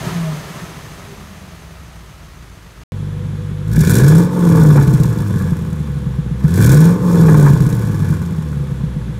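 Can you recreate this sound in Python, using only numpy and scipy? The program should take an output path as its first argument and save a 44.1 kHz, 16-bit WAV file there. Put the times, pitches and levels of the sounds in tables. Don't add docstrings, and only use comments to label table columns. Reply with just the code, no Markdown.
import sys
import numpy as np
from scipy import signal
from scipy.fft import rfft, irfft, next_fast_len
from scipy.io import wavfile
from scipy.ndimage import uniform_filter1d, minimum_filter1d

SR = 44100
rng = np.random.default_rng(int(sys.argv[2]) if len(sys.argv) > 2 else 0)


def bounce(signal):
    frames = np.transpose(np.atleast_2d(signal))
    limited = np.clip(frames, -1, 1)
    pcm = np.round(limited * 32767).astype(np.int16)
    wavfile.write(sys.argv[1], SR, pcm)


N = 405279
TIME = np.arange(N) / SR


def from_db(db):
    return 10 ** (np.asarray(db) / 20)


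def rms_one(x):
    return x / np.sqrt(np.mean(x ** 2) + 1e-20)


def evened(x, size=7001):
    return x / np.sqrt(uniform_filter1d(uniform_filter1d(x ** 2, size), size // 2) + 1e-12)


def bump(centre_s, width_s):
    return np.exp(-((TIME - centre_s) / width_s) ** 2)


def resonate(x, modes):
    out = 0
    for k, (hz, width, db) in enumerate(modes):
        r = np.exp(-np.pi * width / SR)
        stage = [(1 - r * r) / 2, 0, -(1 - r * r) / 2, 1, -2 * r * np.cos(2 * np.pi * hz / SR), r * r]
        out = out + (-1) ** k * from_db(db) * signal.sosfilt([stage, stage], x + 1e-18)
    return out


def coloured(spectrum):
    hz, db = np.transpose(spectrum)
    size = next_fast_len(N)
    grid = np.maximum(np.fft.rfftfreq(size, 1 / SR), 1)
    gain = from_db(np.interp(np.log(grid), np.log(hz), db, left=-100))
    return rms_one(irfft(rfft(rng.standard_normal(size)) * gain, size)[:N])


def clicks_at(seconds, heights):
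    out = np.zeros(N)
    np.add.at(out, np.clip(np.round(np.asarray(seconds) * SR).astype(int), 0, N - 1), heights)
    return out


def puffs(clicks, decay_s, rise_s=0.00097):
    rise = np.exp(-1 / (rise_s * SR))
    return signal.lfilter([1 - rise], np.poly([rise, np.exp(-1 / (decay_s * SR))]), clicks + 1e-18)


def gas(clicks, decay_s, steady):
    return evened(evened(puffs(clicks, decay_s)) + steady)


IDLE_HZ, START_HZ, TOP_HZ = 49.5, 190.5, 179.5
GAP_START_S, GAP_END_S = 2.836, 2.921
STABS_S, SPIN_UP_S = [3.62, 6.305], .7

def coasting(top_hz, since_s, fall_s, shape):
    return IDLE_HZ + (top_hz - IDLE_HZ) * np.exp(-(np.maximum(since_s, 0) / fall_s) ** shape)


def engine_speed():
    hz = np.where(TIME < GAP_END_S, coasting(START_HZ, TIME, fall_s=.895, shape=1.16), IDLE_HZ)
    for start in STABS_S:
        swing = np.sin(np.pi / 2 * np.clip((TIME - start) / SPIN_UP_S, 0, 1)) ** 2
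        revved_hz = coasting(TOP_HZ, TIME - start - SPIN_UP_S, fall_s=1.035, shape=1.37)
        hz = hz + swing * (revved_hz - hz)
    return hz


def level(rule, firing_hz, *stages):
    idle_db, doubling_db, *stage_db = rule
    pedal_db = sum(db * stage for db, stage in zip(stage_db, stages))
    return idle_db + doubling_db * np.log2(firing_hz / IDLE_HZ) + pedal_db


CYLINDER_LEVELS = [1.5, -7, -1, 1.5, -4.5, -1.5, -0.5, -6]

def firings(fired, rough_db, jitter_s, uneven_only=False):
    at = np.flatnonzero(np.diff(np.floor(fired)))
    chance = rng.standard_normal((len(at), 2))
    heights = from_db(np.resize(CYLINDER_LEVELS, len(at)) + rough_db * np.tanh(chance[:, 0]))
    return clicks_at(at / SR + jitter_s * chance[:, 1], heights - uneven_only * heights.mean())


def gliding_tone(fired, order, hz, width):
    cycles = fired * order / 8
    flutter = 1 + .28 * coloured([(2, 0), (20, 0), (60, -20), (300, -80)])
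    off_pitch = (np.gradient(cycles) * SR - hz) / width
    return flutter * np.sqrt(2) * np.sin(2 * np.pi * cycles) / (1 + off_pitch ** 2)


def falling_hum(fired, firing_hz, pipe_hz=164, width_hz=18):
    hum_db = -43.5 + 24 / (1 + np.abs((firing_hz - pipe_hz) / width_hz) ** 5)
    return (from_db(hum_db) * np.sqrt(2) * np.sin(2 * np.pi * fired)
            + from_db(-40) * gliding_tone(fired, order=20, hz=200, width=22)
            + from_db(-34.5) * gliding_tone(fired, order=32, hz=650, width=30)
            + from_db(-42) * gliding_tone(fired, order=36, hz=399, width=7.3))


def soft_boom(fired, firing_hz, chuff_db):
    pulses = firings(fired, rough_db=2, jitter_s=0.001, uneven_only=True)
    boom = evened(resonate(pulses, [(57, 30, -12.5), (117, 27, -8.5), (160.5, 52, 1)]))
    return from_db(level((-46, 8), firing_hz) + chuff_db) * boom


# f/Hz, level/dB
RUSH_COLOUR = [(130, -4), (220, -6.5), (254, -3.5), (418, -4), (456, -6.5), (640, -5.5), (882, -10),
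               (1280, -5), (1450, -9), (1800, -8), (2390, -12), (6480, -19.5), (10300, -23.5),
               (13200, -25.5), (15500, -31)]

def soft_rush(fired, firing_hz, chuff_db):
    rush_db = level((-46.5, 7.62), firing_hz) + 0.29 * chuff_db
    pulses = firings(fired, rough_db=3, jitter_s=0.00051)
    drone = evened(resonate(pulses, [(217, 100, -13), (333, 72, -8), (390, 80, 10.5), (647, 60, 9),
                                     (787, 210, 2), (1000, 180, 6.5), (1216, 87, -2)]))
    drone_db = -5.5 + .5 * (rush_db + 32.5)
    rush = coloured(RUSH_COLOUR) * gas(pulses, decay_s=0.013, steady=4.4)
    throb = 1 + .5 * np.sin(2 * np.pi * fired / 8)
    whistle = throb * rms_one(resonate(rng.standard_normal(N), [(6290, 560, 0)]))
    return from_db(rush_db) * (from_db(drone_db) * drone + from_db(0.78) * rush + from_db(-17.5) * whistle)


def room_rumble():
    return from_db(-42) * coloured([(18, -28), (50, -5), (110, -6.5), (250, -37), (1000, -88)])


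# f/Hz, level/dB
BAY_COLOUR = [(18, 16), (120, 5.5), (300, 14.5), (700, -1), (1050, 3), (1900, -2.5), (2800, -7),
              (3500, -5.5), (4800, -13), (7000, -13), (9800, -18), (11100, -28), (12200, -19), (15500, -30)]

def engine_bay():
    whirr = coloured(BAY_COLOUR)
    whines = resonate(rng.standard_normal(N), [(491.4, 33, 3.5), (3415, 100, -22), (10940, 900, -29)])
    return from_db(-39) * whirr + from_db(-43) * rms_one(whines)


# f/Hz, level/dB
PIPE_RESPONSE = [(50, -11.5), (62, -6), (80, -13.5), (100, -7.5), (125, -7), (150, -1.5), (175, -5.5),
                 (210, -21.5), (250, -34), (350, -43)]
NOTE_RULE = (-22, 10.5, 8, -12, 2, 4)
OCTAVE_RULE = (-15.5, -1, 10, -22, -2, 4.5)

def exhaust_note(fired, firing_hz, stages):
    load, *after_lift = stages
    early_load = load ** 0.66
    pipe_hz, pipe_db = np.transpose(PIPE_RESPONSE)
    note_db = level(NOTE_RULE, firing_hz, early_load, *after_lift)
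    note_db += np.interp(np.log(firing_hz), np.log(pipe_hz), pipe_db)
    octave_db = level(OCTAVE_RULE, firing_hz, early_load, *after_lift)
    octave_db += np.interp(np.log(2 * firing_hz), np.log(pipe_hz), pipe_db)
    note = np.sqrt(2) * np.sin(2 * np.pi * fired)
    octave = np.sqrt(2) * np.sin(4 * np.pi * fired)
    glide = from_db(1.5) * gliding_tone(fired, order=24, hz=154.5, width=15.4)
    return from_db(note_db) * note + from_db(octave_db - 2.5) * (octave + glide)


def settle(fired, firing_hz, ragged, tones):
    clean = sum(from_db(db) * np.sin(2 * np.pi * (order * fired / 8 + rng.random()))
                for order, db in tones)
    share = np.interp(firing_hz, [110, 165], [0, .75])
    return np.sqrt(1 - share) * ragged + np.sqrt(2 * share) * clean


# f/Hz, width/Hz, level/dB
BOOM_RINGS = [(34.8, 63, -16), (68, 16, -5), (106.7, 52, -1.5), (162, 120, -0.5), (218, 81, -7.5)]
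# waves per eight firings, level/dB
BOOM_TONES = [(3, -19), (4, -25), (5, -11), (6, -9.5), (7, -12), (9, -12), (11, -15)]
# level/dB, columns as in NOTE_RULE
BOOM_RULE = (-25.5, 9.5, 10.5, -8, 4.5, 3)

def exhaust_boom(fired, firing_hz, stages):
    pulses = firings(fired, rough_db=12.5, jitter_s=0.00069, uneven_only=True)
    ragged = evened(resonate(pulses, BOOM_RINGS), size=4001)
    boom_db = level(BOOM_RULE, firing_hz, *stages) - 3.5
    return from_db(boom_db) * settle(fired, firing_hz, ragged, BOOM_TONES)


# f/Hz, width/Hz, level/dB
BARK_RINGS = [(272.3, 88, -0.5), (316.8, 54, 2.5), (425.5, 136, -6), (488.2, 110, -3), (670, 223, -18.5)]
RASP_RINGS = [(850, 114, 4.5), (1046, 354, 5), (1295, 140, -17)]
BRASS_RINGS = [(1494, 150, 4), (1690, 133, 4), (2100, 520, -15.5), (2374, 170, -7.5)]
# waves per eight firings, level/dB
GROWL_TONES = [(11, -11), (14, -18), (15, -10.5), (16, -16), (18, -21), (19, -12), (21, -31), (22, -10.5),
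               (23, -22.5), (25, -15.5)]
# level/dB, columns as in NOTE_RULE
RASP_RULE = (-52, 13, 7, -6.5, 3.5, 2)
BRASS_RULE = (-52, 12.5, 18.5, -19, 3.5, 7.5)
FLOW_RULE = (-55.5, 10.5, 17.5, -12.5, 3, 3)

def exhaust_rasp(fired, firing_hz, stages):
    rasp_db = level(RASP_RULE, firing_hz, *stages)
    brass_db = level(BRASS_RULE, firing_hz, *stages)
    flow_db = level(FLOW_RULE, firing_hz, *stages)
    growl_db = rasp_db + 7.5 + 0.72 * (rasp_db + 33)
    pulses = firings(fired, rough_db=8, jitter_s=0.000065)
    fronts = evened(firings(fired, rough_db=5, jitter_s=0.00026, uneven_only=True))
    churn = rng.standard_normal(N) * gas(pulses, decay_s=0.0032, steady=0.54)
    bark = evened(resonate(fronts + .5 * churn, BARK_RINGS), size=4001)
    growl = settle(fired, firing_hz, bark, GROWL_TONES)
    honk = evened(resonate(fronts + 1.25 * churn, [(384, 52, 0)]), size=4001)
    rasp = evened(resonate(0.17 * evened(pulses) + churn, RASP_RINGS), size=4001)
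    brass = evened(resonate(0.21 * evened(pulses) + churn, BRASS_RINGS), size=4001)
    return (from_db(growl_db) * growl + from_db(flow_db + 2.5) * honk
            + from_db(rasp_db - 3.5) * rasp + from_db(brass_db - 5.73) * brass)


def workshop_echo(x, fade_s=0.71, dull_hz=3500):
    t = TIME[:SR // 2]
    tail = rng.standard_normal(len(t)) * from_db(-60 * t / fade_s) * (t > .008)
    tail = signal.sosfilt(signal.butter(1, dull_hz, fs=SR, output="sos"), tail / np.linalg.norm(tail))
    return signal.fftconvolve(x, tail)[:N]


# delay/s, rise/s, hold/s, fall/s, depth (0-1)
STAB_LOADS = [(0.016, 0.133, 0.15, 0.37, 1), (0.073, 0.223, 0.065, 0.3, 0.81)]

def pedal():
    load = sag = flare = catch = 0
    for start, (*spans_s, depth) in zip(STABS_S, STAB_LOADS):
        load = load + depth * np.interp(TIME - start, np.cumsum(spans_s), [0, 1, 1, 0])
        since_shut = TIME - start - 0.672
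        sag = sag + np.exp(-np.abs(since_shut) / np.where(since_shut < 0, 0.065, .12))
        flare = flare + np.sqrt(np.interp(since_shut, [0, 0.52, 0.545], [0, 1, 0]))
        catch = catch + bump(start + 1.794, width_s=0.083)
    return load, sag, flare, catch


# f/Hz, level/dB
JET_COLOUR = [(1800, -8), (2400, 1.5), (2900, -6.5), (4000, 2.5), (4500, -3), (5900, 1), (7200, 2),
              (9000, -1), (9800, -2), (11000, -1), (12000, -5), (13200, -0.5), (15500, -7.5)]
# f/Hz, width/Hz, level/dB
TIP_RINGS = [(3234, 260, -1), (3484, 80, 10), (4630, 160, 3), (5440, 410, 4), (6800, 210, 4.5),
             (8590, 200, 6), (11300, 950, 1)]

def jet_hiss(fired, firing_hz, stages, ticks_per_s=45):
    flow_db = level(FLOW_RULE, firing_hz, *stages)
    gain = np.sqrt(np.maximum(from_db(flow_db) ** 2 - from_db(-52) ** 2, 0))
    spits = gas(firings(fired, rough_db=5, jitter_s=0.0018), decay_s=0.0057, steady=.3)
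    jet = spits * coloured(JET_COLOUR)
    tip = rms_one(resonate(spits * rng.standard_normal(N), TIP_RINGS))
    ticks = (rng.random(N) < ticks_per_s / SR) * rng.uniform(.3, 1, N)
    sputter = rms_one(puffs(ticks, decay_s=.003, rise_s=.0004)) * coloured(JET_COLOUR)
    sputter = signal.sosfilt(signal.butter(2, 6000, "high", fs=SR, output="sos"), sputter)
    sputter_db = -0.5 + 0.39 * (flow_db + 31)
    return gain * (from_db(-1) * jet + from_db(-6.5) * tip + from_db(sputter_db) * sputter)


# t/s, relative level/dB
LATE_BURNS = [(3.778, 4.5), (4.875, 0.5), (4.936, -1), (4.999, -0.5), (5.054, -4.5), (5.126, -13),
              (5.203, -8.5), (5.358, -5), (5.442, -7.5), (5.519, -4.5), (5.953, -12), (6.064, -7.5),
              (6.186, -7), (6.311, -7.5), (6.442, 0.5), (7.533, 2.5), (7.604, 0), (7.664, -1.5),
              (7.725, -5), (7.871, -11), (7.942, -8), (8.018, -6), (8.101, -3), (8.607, -11), (8.716, -10),
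              (8.836, -7.5), (8.964, -8), (9.092, -12.5)]
# f/Hz, width/Hz, level/dB
THUMP_RINGS = [(151.2, 45, 2.5), (47, 45, -10)]
# t/s, level/dB
LONE_SPITS = [(3.805, -22), (5.033, -24.5)]

def with_burbles(low_exhaust, firing_hz):
    burn_s, burn_db = np.transpose(LATE_BURNS)
    dips = puffs(clicks_at(burn_s - .004, 0.75), decay_s=.035, rise_s=.005)
    dipped = low_exhaust * np.clip(1 - .7 * dips, 0, 1)
    ring_peak = np.abs(resonate(clicks_at([0], 1), THUMP_RINGS)).max()
    thumps = resonate(clicks_at(burn_s, from_db(burn_db - 1)), THUMP_RINGS) / ring_peak
    spit_db = level((-70.5, 29.7), np.interp(burn_s, TIME, firing_hz))
    lone_s, lone_db = np.transpose(LONE_SPITS)
    spit_clicks = clicks_at(burn_s, from_db(spit_db)) + clicks_at(lone_s, from_db(lone_db))
    return dipped + thumps + coloured(JET_COLOUR) * puffs(spit_clicks, decay_s=0.0055)


# t/s, level/dB
FUEL_CRACKS = [(4.571, -20.5), (4.77, -18), (4.778, -24), (4.797, -45), (6.437, -38), (6.447, -35),
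               (7.282, -16), (7.342, -20), (7.46, -16), (7.476, -30)]
# f/Hz, width/Hz, level/dB
CRACK_RINGS = [(960, 430, 5.5), (1650, 450, -1.5), (2340, 330, -11.5)]

def cracks():
    crack_s, crack_db = np.transpose(FUEL_CRACKS)
    ringing = rms_one(resonate(rng.standard_normal(N), CRACK_RINGS))
    return ringing * puffs(clicks_at(crack_s, from_db(crack_db)), decay_s=.014)


def scene():
    firing_hz = engine_speed()
    fired = np.cumsum(firing_hz) / SR
    engine = fired, firing_hz
    chuff_db = 8.4 * bump(.09, width_s=.07) + 4.1 * bump(.6, width_s=.07)
    quiet = falling_hum(*engine) + soft_boom(*engine, chuff_db) + soft_rush(*engine, chuff_db)
    quiet += room_rumble()
    stages = pedal()
    low = exhaust_note(*engine, stages) + exhaust_boom(*engine, stages)
    bright = exhaust_rasp(*engine, stages) + jet_hiss(*engine, stages)
    echo = from_db(-5) * workshop_echo(bright)
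    loud = engine_bay() + with_burbles(low, firing_hz) + bright + echo + cracks()
    return (quiet * (TIME < GAP_START_S) + loud * (TIME > GAP_END_S))[None]


def record(dry, ceiling=.96, recover_db_per_s=350, cutoff_hz=15600):
    over_db = 20 * np.log10(np.maximum(np.abs(dry[0]) / ceiling, 1))
    recovered_db = recover_db_per_s * TIME
    held_db = np.maximum.accumulate(over_db + recovered_db) - recovered_db
    gain_db = uniform_filter1d(minimum_filter1d(-held_db, size=89), size=89)
    treble_cut = signal.ellip(10, .1, 80, cutoff_hz, fs=SR, output="sos")
    return signal.sosfilt(treble_cut, dry * from_db(gain_db))


dry = scene()
out = record(dry)
bounce(out)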